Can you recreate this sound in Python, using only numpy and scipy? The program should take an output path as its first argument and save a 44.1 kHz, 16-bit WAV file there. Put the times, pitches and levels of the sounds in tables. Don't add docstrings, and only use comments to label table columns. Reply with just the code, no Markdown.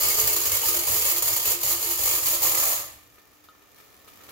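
import sys
import numpy as np
from scipy import signal
from scipy.fft import rfft, irfft
from scipy.io import wavfile
from scipy.ndimage import uniform_filter1d

SR = 44100
rng = np.random.default_rng(int(sys.argv[2]) if len(sys.argv) > 2 else 0)


def transcribe(signal):
    frames = np.atleast_2d(signal).T
    limited = np.clip(frames, -1, 1)
    pcm = np.round(limited * 32767).astype(np.int16)
    wavfile.write(sys.argv[1], SR, pcm)


N = 190280
TIME = np.arange(N) / SR


def undb(db):
    return 10 ** (np.asarray(db) / 20)


def unit(x):
    return x / np.sqrt(np.sum(x ** 2, axis=-1, keepdims=True))


def curves(table):
    times, *columns = np.transpose(table)
    return [np.interp(TIME, times, column) for column in columns]


def at_hz(points, hz):
    freqs, values = np.transpose(points)
    return np.interp(np.log(hz + 1), np.log(freqs), values)


def convolve(x, response):
    return signal.oaconvolve(np.atleast_2d(x), np.atleast_2d(response), axes=-1)[:, :x.shape[-1]]


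def tint(x, spectrum, size=4096):
    gain = undb(at_hz(spectrum, np.fft.rfftfreq(size, 1 / SR)))
    cepstrum = irfft(np.log(gain))
    cepstrum[1:size // 2] *= 2
    cepstrum[size // 2 + 1:] = 0
    response = irfft(np.exp(rfft(cepstrum)))
    return convolve(x, unit(response))


def mode(x, hz, t60, drift=0, lead=0):
    pole = np.exp((2j * np.pi * hz - np.log(1000) / t60) / SR)
    gain = np.sqrt(2 * (1 - abs(pole) ** 2))
    turn = np.exp(1j * drift)
    ring = signal.lfilter([gain], [1, -pole], x / turn) * turn
    return (ring * np.exp(1j * lead)).imag


def pan(x, db):
    return x * undb(np.array([[db], [-db]]) / 2)


def walk(rate):
    hold = int(SR / rate)
    steps = np.repeat(rng.standard_normal(N // hold + 1), hold)
    return 1.31 * uniform_filter1d(uniform_filter1d(steps, hold), hold)[:N]


def stream(rate, scatter_db):
    sizes = undb(scatter_db * np.clip(rng.standard_normal(N), -3, 1.8))
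    hits = sizes * (rng.random(N) < rate / SR)
    power = uniform_filter1d(hits ** 2, int(0.024 * SR))
    return hits / np.sqrt(np.abs(power) + 0.15 * power.mean())


def cracks(hits, t60, rise_s=0.00048):
    fall, rise = np.exp(-np.log(1e6) / t60 / SR), np.exp(-1 / rise_s / SR)
    power = signal.lfilter([(1 - fall) * (1 - rise)], np.poly([fall, rise]), hits ** 2 + 1e-18)
    return np.sqrt(np.abs(power)) * rng.standard_normal((2, N))


# (frequency [Hz], t60 [s])
KITCHEN_T60 = [(100, 1), (600, 0.42), (3000, 0.67), (7000, 0.24), (14000, 0.17)]
def kitchen(x, early_db, tail_db, early_t60=0.17, shared_hz=450, size=32768):
    hz, age, noise = signal.stft(rng.standard_normal((3, size)), SR, nperseg=256)
    shared = 1 / (1 + (hz[:, None] / shared_hz) ** 4)
    field = np.sqrt(shared) * noise[:1] + np.sqrt(1 - shared) * noise[1:]
    early = signal.istft(field * undb(-60 * age / early_t60))[1]
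    decay = undb(-60 * age / at_hz(KITCHEN_T60, hz)[:, None])
    onset = 1 - np.exp(-age / 0.00049)
    tail = signal.istft(field * decay * onset)[1]
    return x + convolve(x, undb(early_db) * unit(early) + undb(tail_db) * unit(tail))


# (time [s], level [dB])
TRICKLE = [(0, -17.5), (.8, -25), (1.1, -18.5), (1.22, -30.5), (1.38, -24), (1.5, -24), (1.57, -29),
           (1.62, -28.5), (1.68, -26), (1.8, -24), (2.2, -23), (2.78, -24.5)]
def trickle(settle_db_per_s, pour_end_s=2.782):
    return undb(curves(TRICKLE)[0] - settle_db_per_s * np.maximum(TIME - pour_end_s, 0))


def spurt(start, length, swell_db, attack_s=0.0036, release_db_per_s=210):
    age = np.maximum(TIME - start, 0)
    hold_db = swell_db * (np.minimum(age / length, 1) - .5)
    release_db = release_db_per_s * np.maximum(age - length, 0)
    return (1 - np.exp(-age / attack_s)) * undb(hold_db - release_db)


def clumps(rows, spread_s=0.008, taper_db=28, count=8):
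    hits = np.zeros(N)
    for (start, db), chance in zip(rows, rng.random((len(rows), count))):
        lateness = (np.arange(count) + chance - chance[0]) / count
        landings = ((start + spread_s * lateness) * SR).astype(int)
        hits[landings] += undb(db) * unit(undb(-taper_db * np.abs(lateness - .35)))
    return hits


# (time [s], length [s], level [dB], swell over its length [dB],
# leading clump [dB], heap rattle relative to the spurt [dB], stove thump [dB])
SPURTS = [(0.017, 0.077, -20.5, 1.5, -27.5, -15, -39), (0.183, 0.075, -20.5, 2, -17, -13, -37),
          (0.271, 0.045, -19.5, -11, -15.5, -13.5, -39.5), (0.452, 0.08, -22, 0, -17, -13.5, -40.5),
          (0.515, 0.043, -19.5, 4, -15.5, -11.5, -38), (0.637, 0.14, -20, -4, -20.5, -14.5, -41),
          (0.743, 0.068, -20, -5, -20, -14.5, -44), (0.868, 0.12, -19.5, 2.5, -18, -11, -38.5),
          (1.007, 0.099, -19.5, -5.5, -24, -14.5, -47), (1.16, 0.012, -23, 2, -19, -10.5, -41),
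          (1.221, 0.16, -21, -2, -15, -17.5, -44), (1.454, 0.059, -19, 3, -15.5, -14.5, -40),
          (1.63, 0.085, -19, 6.5, -15.5, -14.5, -40), (1.826, 0.1, -22.5, 4, -21, -15.5, -45),
          (1.983, 0.17, -19.5, 3, -27, -15.5, -40.5), (2.247, 0.11, -18.5, -2, -29, -11.5, -45),
          (2.418, 0.12, -17.5, -5.5, -17.5, -9, -44.5), (2.544, 0.19, -18, -2, -19.5, -8.5, -47)]
# (time [s], level [dB])
CLUMPS = [(0.031, -18.5), (0.05, -25), (0.084, -18.5), (0.1, -19), (0.193, -17.5), (0.209, -19.5),
          (0.238, -24), (0.299, -22.5), (0.327, -18), (0.362, -16.5), (0.416, -22), (0.467, -19.5),
          (0.544, -22), (0.614, -20), (0.66, -24), (0.682, -15), (0.791, -23.5), (0.833, -22.5),
          (0.881, -18), (0.908, -23), (0.932, -21), (0.943, -22), (0.956, -20), (1.018, -26), (1.037, -28),
          (1.05, -17), (1.07, -19.5), (1.085, -19), (1.11, -17), (1.166, -21.5), (1.179, -17.5),
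          (1.254, -25), (1.277, -16.5), (1.326, -18.5), (1.361, -17.5), (1.395, -21), (1.426, -22),
          (1.474, -18.5), (1.498, -21), (1.514, -16.5), (1.61, -23), (1.66, -22), (1.686, -26),
          (1.705, -28), (1.814, -24), (1.846, -23), (1.871, -23), (1.886, -26), (1.906, -18.5),
          (1.972, -25), (1.988, -24.5), (2.004, -29), (2.033, -20), (2.055, -17.5), (2.074, -16.5),
          (2.107, -19), (2.149, -21), (2.182, -20), (2.231, -21), (2.264, -17), (2.333, -21),
          (2.468, -18.5), (2.573, -26), (2.631, -21)]
def kernels():
    starts, lengths, _, _, leading_db, on_heap_db, _ = np.transpose(SPURTS)
    thrown = [undb(db) * spurt(start, length, swell_db) for start, length, db, swell_db, *_ in SPURTS]
    flow = np.max(thrown + [trickle(settle_db_per_s=125)], axis=0)
    hits = undb(-4.5) * stream(rate=680, scatter_db=3.5) * flow
    hits += undb(21.5) * clumps(list(zip(starts, leading_db)) + CLUMPS)
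    heap_db = np.interp(TIME, starts + lengths / 2, on_heap_db)
    bare = undb(-.7 * (heap_db - heap_db.min()))
    rings = pot(hits * bare)
    rattle = heap(hits * undb(heap_db))
    return ticks(hits) + undb(-28.5) * pan(rings, db=2) + undb(-8.5) * pan(rattle, db=3)


# (frequency [Hz], level [dB])
TICK_SPECTRUM = [(200, -44), (500, -32), (1450, -19), (2300, -13.5), (3600, -13), (4700, -8.5),
                 (5900, -9.5), (7000, -3.5), (9000, -9), (12000, -1), (16000, -7)]
PING_SPECTRUM = [(5500, -34.5), (6350, -13.5), (6750, -4.5), (7180, -2.5), (7650, -22), (8800, -20.5)]
SNAP_SPECTRUM = [(7500, -25), (9500, -10), (11000, -6), (12500, 2.5), (16000, 3.5)]
def ticks(hits, spots=4):
    power = np.abs(uniform_filter1d(hits ** 2, int(0.063 * SR)))
    hardness = (power / power.mean()) ** .25
    landing_spot = rng.integers(spots, size=N)
    out = 0
    for spot in range(spots):
        here = hits * (landing_spot == spot)
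        tick = tint(cracks(here, t60=0.004, rise_s=0.0005), TICK_SPECTRUM)
        ping = tint(cracks(here, t60=0.0099), PING_SPECTRUM)
        snap = tint(cracks(here * hardness, t60=0.0049, rise_s=0.00034), SNAP_SPECTRUM)
        direct = undb(-5.7) * pan(tick, db=-2.2) + undb(-14) * ping + undb(-5) * pan(snap, db=-2)
        out += kitchen(direct, early_db=-0.5, tail_db=-2, early_t60=0.12)
    return out


def wander(hz, pitch_share=0.00605):
    return 2 * np.pi * np.cumsum(hz * pitch_share * walk(rate=6.98)) / SR


# (frequency [Hz], level [dB], t60 [s], gain once kernels cover the base [dB],
# phase lead of the left channel [rad])
POT_MODES = [(346.5, 0, 0.4, 2.5, 0.5), (377, 3, 0.065, -19, 0), (435, 5, 0.23, -11, -0.8),
             (503.7, 1.5, 0.08, -1.5, 0.5), (569, -3.5, 0.051, 4, -1.7), (603, -1.5, 0.13, -1.5, 2.4),
             (642, 1, 0.052, 0, -2.2), (697, 1, 0.15, 5, 3.3), (843, 0, 0.075, 0, -0.8),
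             (913, 2, 0.12, -1.5, -1.2), (1003, -4.5, 0.057, -3, -0.8), (1150, 0.5, 0.12, 2, -1.1),
             (1215, 5.5, 0.12, -4.5, 0.37), (1272, 1, 0.22, -1.5, 0.8), (1504, 5.5, 0.063, -12, 2),
             (1775, -6.5, 0.13, 12, 1.5), (1896, 2, 0.081, -14, 1), (2178, 5.5, 0.35, -10, -0.6),
             (2406, 1.5, 0.052, -1, -1.5), (2660, 7, 0.066, -2, 2.5), (2954, 3.5, 0.088, -4, -0.5),
             (3270, 7.5, 0.19, -4, 2.46), (4264, 6.5, 0.083, 3, -3.5), (4480, 7.5, 0.18, -4, 1.5),
             (4694, 12, 0.038, -13, -2), (5000, 7.5, 0.009, -7, -1), (5383, 5, 0.077, -13, 0.5),
             (6650, 4, 0.069, -21, -3), (6804, -4, 0.12, -9, 2), (7190, -4, 0.06, -7, -0.3),
             (7560, -21, 0.097, -10, -1.5)]
def pot(hits):
    covered = 1 - np.exp(-(TIME / 1.95) ** 2)
    rings = 0
    for hz, db, t60, covered_db, lead in POT_MODES:
        drive = hits * rng.choice([-1, 1], N) * undb(db + covered_db * covered)
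        rings += mode(drive, hz, t60, drift=wander(hz), lead=np.array([[lead], [0]]))
    return kitchen(rings, early_db=-7, tail_db=-13.5, early_t60=0.062, shared_hz=470)


# (frequency [Hz], level [dB])
HEAP_SPECTRUM = [(150, -18), (240, -30), (300, -9.5), (410, -15), (520, -1.5), (590, 1), (680, 0),
                 (790, -2), (900, -4.5), (1170, 2), (1420, -9.5), (1690, -13), (1778, -6.5), (1870, -8.5),
                 (2200, -11.5), (4000, -18)]
def heap(hits):
    rattle = tint(cracks(hits, t60=0.0038)[:1], HEAP_SPECTRUM)
    return kitchen(rattle, early_db=1.5, tail_db=0.5, early_t60=0.022, shared_hz=670)


# (frequency [Hz], level [dB])
STOVE_SPECTRUM = [(15, -34), (35, -22), (60, -5), (100, -7), (125, -7.5), (170, -31), (300, -22.5),
                  (800, -31.5)]
def stove():
    thumps = [undb(db) * spurt(start, length, swell_db=-3) for start, length, *_, db in SPURTS]
    force = np.max(thumps + [undb(-24.5) * trickle(settle_db_per_s=45)], axis=0)
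    blows = stream(rate=320, scatter_db=5.5) * rng.choice([-1, 1], N) * force
    rumble = tint(blows + 1.05 * cracks(blows, t60=0.12), STOVE_SPECTRUM)
    return undb(-5.5) * pan(rumble, db=-4)


# (time [s], level [dB], pitch that the spot favours [Hz])
STRIKES = [(0.035, -27, 7560), (0.085, -38, 1215), (0.105, -37, 2178), (0.184, -29, 642), (0.2, -20, 6650),
           (0.265, -38, 2954), (0.272, -39, 5383), (0.274, -29, 6650), (0.29, -42, 2178),
           (0.362, -32, 4694), (0.365, -23, 6804), (0.464, -45, 7560), (0.52, -37, 2178),
           (0.63, -30.5, 2954), (0.634, -30, 913), (0.676, -41, 2406), (0.685, -35.5, 1215),
           (0.742, -30, 603), (0.875, -31, 1003), (0.925, -38, 603), (1.161, -36, 3270), (1.253, -38, 2954),
           (1.277, -36, 4264), (1.454, -28, 2660), (1.477, -32, 7190), (2.048, -40, 3270),
           (2.265, -33, 4480), (2.279, -38, 2954), (2.285, -34, 569), (2.45, -30, 1150), (2.472, -31, 603),
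           (2.559, -35, 1215), (2.568, -39, 1775), (2.595, -32, 569), (2.626, -33, 1150)]
def strikes(ring_s=0.3, focus_db_per_octave=127):
    hz, _, t60, _, lead = np.transpose(POT_MODES)[:, :, None]
    age = np.arange(int(ring_s * SR)) / SR
    stereo_phase = np.array([lead, 0 * lead])
    rings = undb(-60 * age / t60) * np.sin(2 * np.pi * hz * age + stereo_phase)
    out = np.zeros((2, N))
    for time, db, favoured_hz in STRIKES:
        weight = undb(db - focus_db_per_octave * np.abs(np.log2(hz / favoured_hz)))
        start = int(time * SR)
        out[:, start:start + len(age)] += np.sum(weight * rings, axis=1)
    return kitchen(undb(-0.5) * out, early_db=-16, tail_db=-18, early_t60=0.058)


def low_note(hz, flutter_db=1.8):
    return undb(flutter_db * walk(rate=50)) * np.sin(2 * np.pi * hz * TIME + wander(hz))


# (time [s], lower note [dB], upper note [dB])
SWELLS = [(0.16, -60, -35.5), (0.26, -49, -40), (0.33, -44, -49), (0.65, -40.5, -45), (0.73, -39, -67),
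          (0.91, -46, -41.5), (1.1, -40.5, -58), (1.44, -63, -43.5), (1.51, -42.5, -54), (1.69, -41.5, -52),
          (1.8, -57, -44), (1.84, -40.5, -60), (2.09, -48, -47), (2.28, -43, -69), (2.43, -45.5, -68)]
def pot_swells(rise_s=0.049):
    lower, upper = np.zeros((2, N))
    for start, lower_db, upper_db in SWELLS:
        age = np.maximum(TIME - start, 0) / rise_s
        swell = (age * np.exp(1 - age)) ** 2
        lower = np.maximum(lower, undb(lower_db) * swell)
        upper = np.maximum(upper, undb(upper_db) * swell)
    return undb(-1) * (pan(lower * low_note(hz=348), db=0.5) + pan(upper * low_note(hz=436), db=5.5))


# (frequency [Hz], level [dB])
AIR_SPECTRUM = [(15, -51), (25, -22), (64, -3.5), (117, -4), (141, -12), (451, -4.5), (1020, -12),
                (1260, -4), (1650, -22), (1790, -9.5), (4250, -18), (7110, -15), (8360, -28.5),
                (14800, -13.5), (16000, -21)]
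# (frequency [Hz], width [Hz], level [dB])
AIR_PEAKS = [(302.7, 1.7, -9), (1235, 50, -20), (1805, 70, -10), (2420, 32, -17)]
# (time [s], hiss as the recorder's gain recovers [dB], hand and sleeve rustle [dB])
QUIET_LEVELS = [(3.1, -66, -61), (3.3, -66, -63), (3.55, -65.5, -68.5), (3.72, -65, -60.5),
                (3.82, -63, -59), (4.0, -64, -58), (4.31, -58.5, -55)]
def background_hiss():
    sides = rng.standard_normal((2, N))
    centre = rng.standard_normal(N)
    air = tint(0.97 * sides + 0.58 * centre, AIR_SPECTRUM)
    drive = 0.5 * sides + 0.52 * centre
    hollow = sum(undb(db) * mode(drive, hz, t60=np.log(1000) / np.pi / width)
                 for hz, width, db in AIR_PEAKS)
    return (undb(6) * air + undb(7) * hollow) * undb(curves(QUIET_LEVELS)[0])


# (time [s], level [dB], then relative to it: knock [dB], clink [dB], brush [dB])
TOUCHES = [(3.145, -53, -17, -16, 4), (3.183, -43.5, 11, -13, -6), (3.329, -50, -5, -4, 0),
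           (3.44, -47.5, -18, -18, 5), (3.487, -39, -3, 3, -12), (3.551, -41.5, 4, -9, -13),
           (3.62, -46.5, 9, -12, -3), (3.781, -47.5, -12, -23, 3.5), (3.801, -42, 8.5, -7, -1.5),
           (4.079, -37, 5.5, -6, -2), (4.208, -43, 11, -14, -10), (4.235, -42.5, 1, -12, 4),
           (4.289, -32, 6.5, -11, -3.5), (4.297, -43, 8, -14, -8)]
# (frequency [Hz], level [dB], t60 [s])
BOWL_MODES = [(1270, -1, 0.095), (1390, -7, 0.05), (1780, -23, 0.15), (2400, -23, 0.09), (2875, -20, 0.1),
              (3070, -17, 0.16), (3670, -14, 0.045), (3950, -15, 0.03), (4550, -20, 0.1)]
# (frequency [Hz], level [dB])
KNOCK_SPECTRUM = [(60, -34), (400, 4), (800, -10), (1200, -1), (1600, 0), (2500, -4), (4500, -7),
                  (8000, -56)]
RUB_SPECTRUM = [(500, 6), (3000, 6), (7000, 3), (9000, 1), (12500, 9), (16000, 5.5)]
def bowl(contact_s=0.0002):
    knocks, clinks, brushes = blows = np.zeros((3, N))
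    for time, db, *parts_db in TOUCHES:
        blows[:, int(time * SR)] = undb(db + np.array(parts_db))
    width = int(contact_s * SR)
    push = uniform_filter1d(uniform_filter1d(knocks, width), width)
    knock = tint(undb(2.5) * push + cracks(knocks, t60=0.082), KNOCK_SPECTRUM)
    clink = undb(12) * sum(undb(db) * mode(clinks, hz, t60) for hz, db, t60 in BOWL_MODES)
    brush = undb(17) * tint(cracks(brushes, t60=0.1), RUB_SPECTRUM)
    slips = stream(rate=400, scatter_db=7)
    rustle = tint(cracks(slips, t60=0.0068), RUB_SPECTRUM) * undb(curves(QUIET_LEVELS)[1] + 1)
    handling = kitchen(knock + brush + rustle, early_db=-7, tail_db=-8, early_t60=0.06)
    return handling + kitchen(clink, early_db=-14, tail_db=-12)


def scene():
    return kernels() + stove() + strikes() + pot_swells() + background_hiss() + bowl()


def record(dry, top_hz=15750):
    return signal.sosfilt(signal.ellip(12, .2, 80, top_hz, fs=SR, output="sos"), dry)


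dry = scene()
out = record(dry)
transcribe(out)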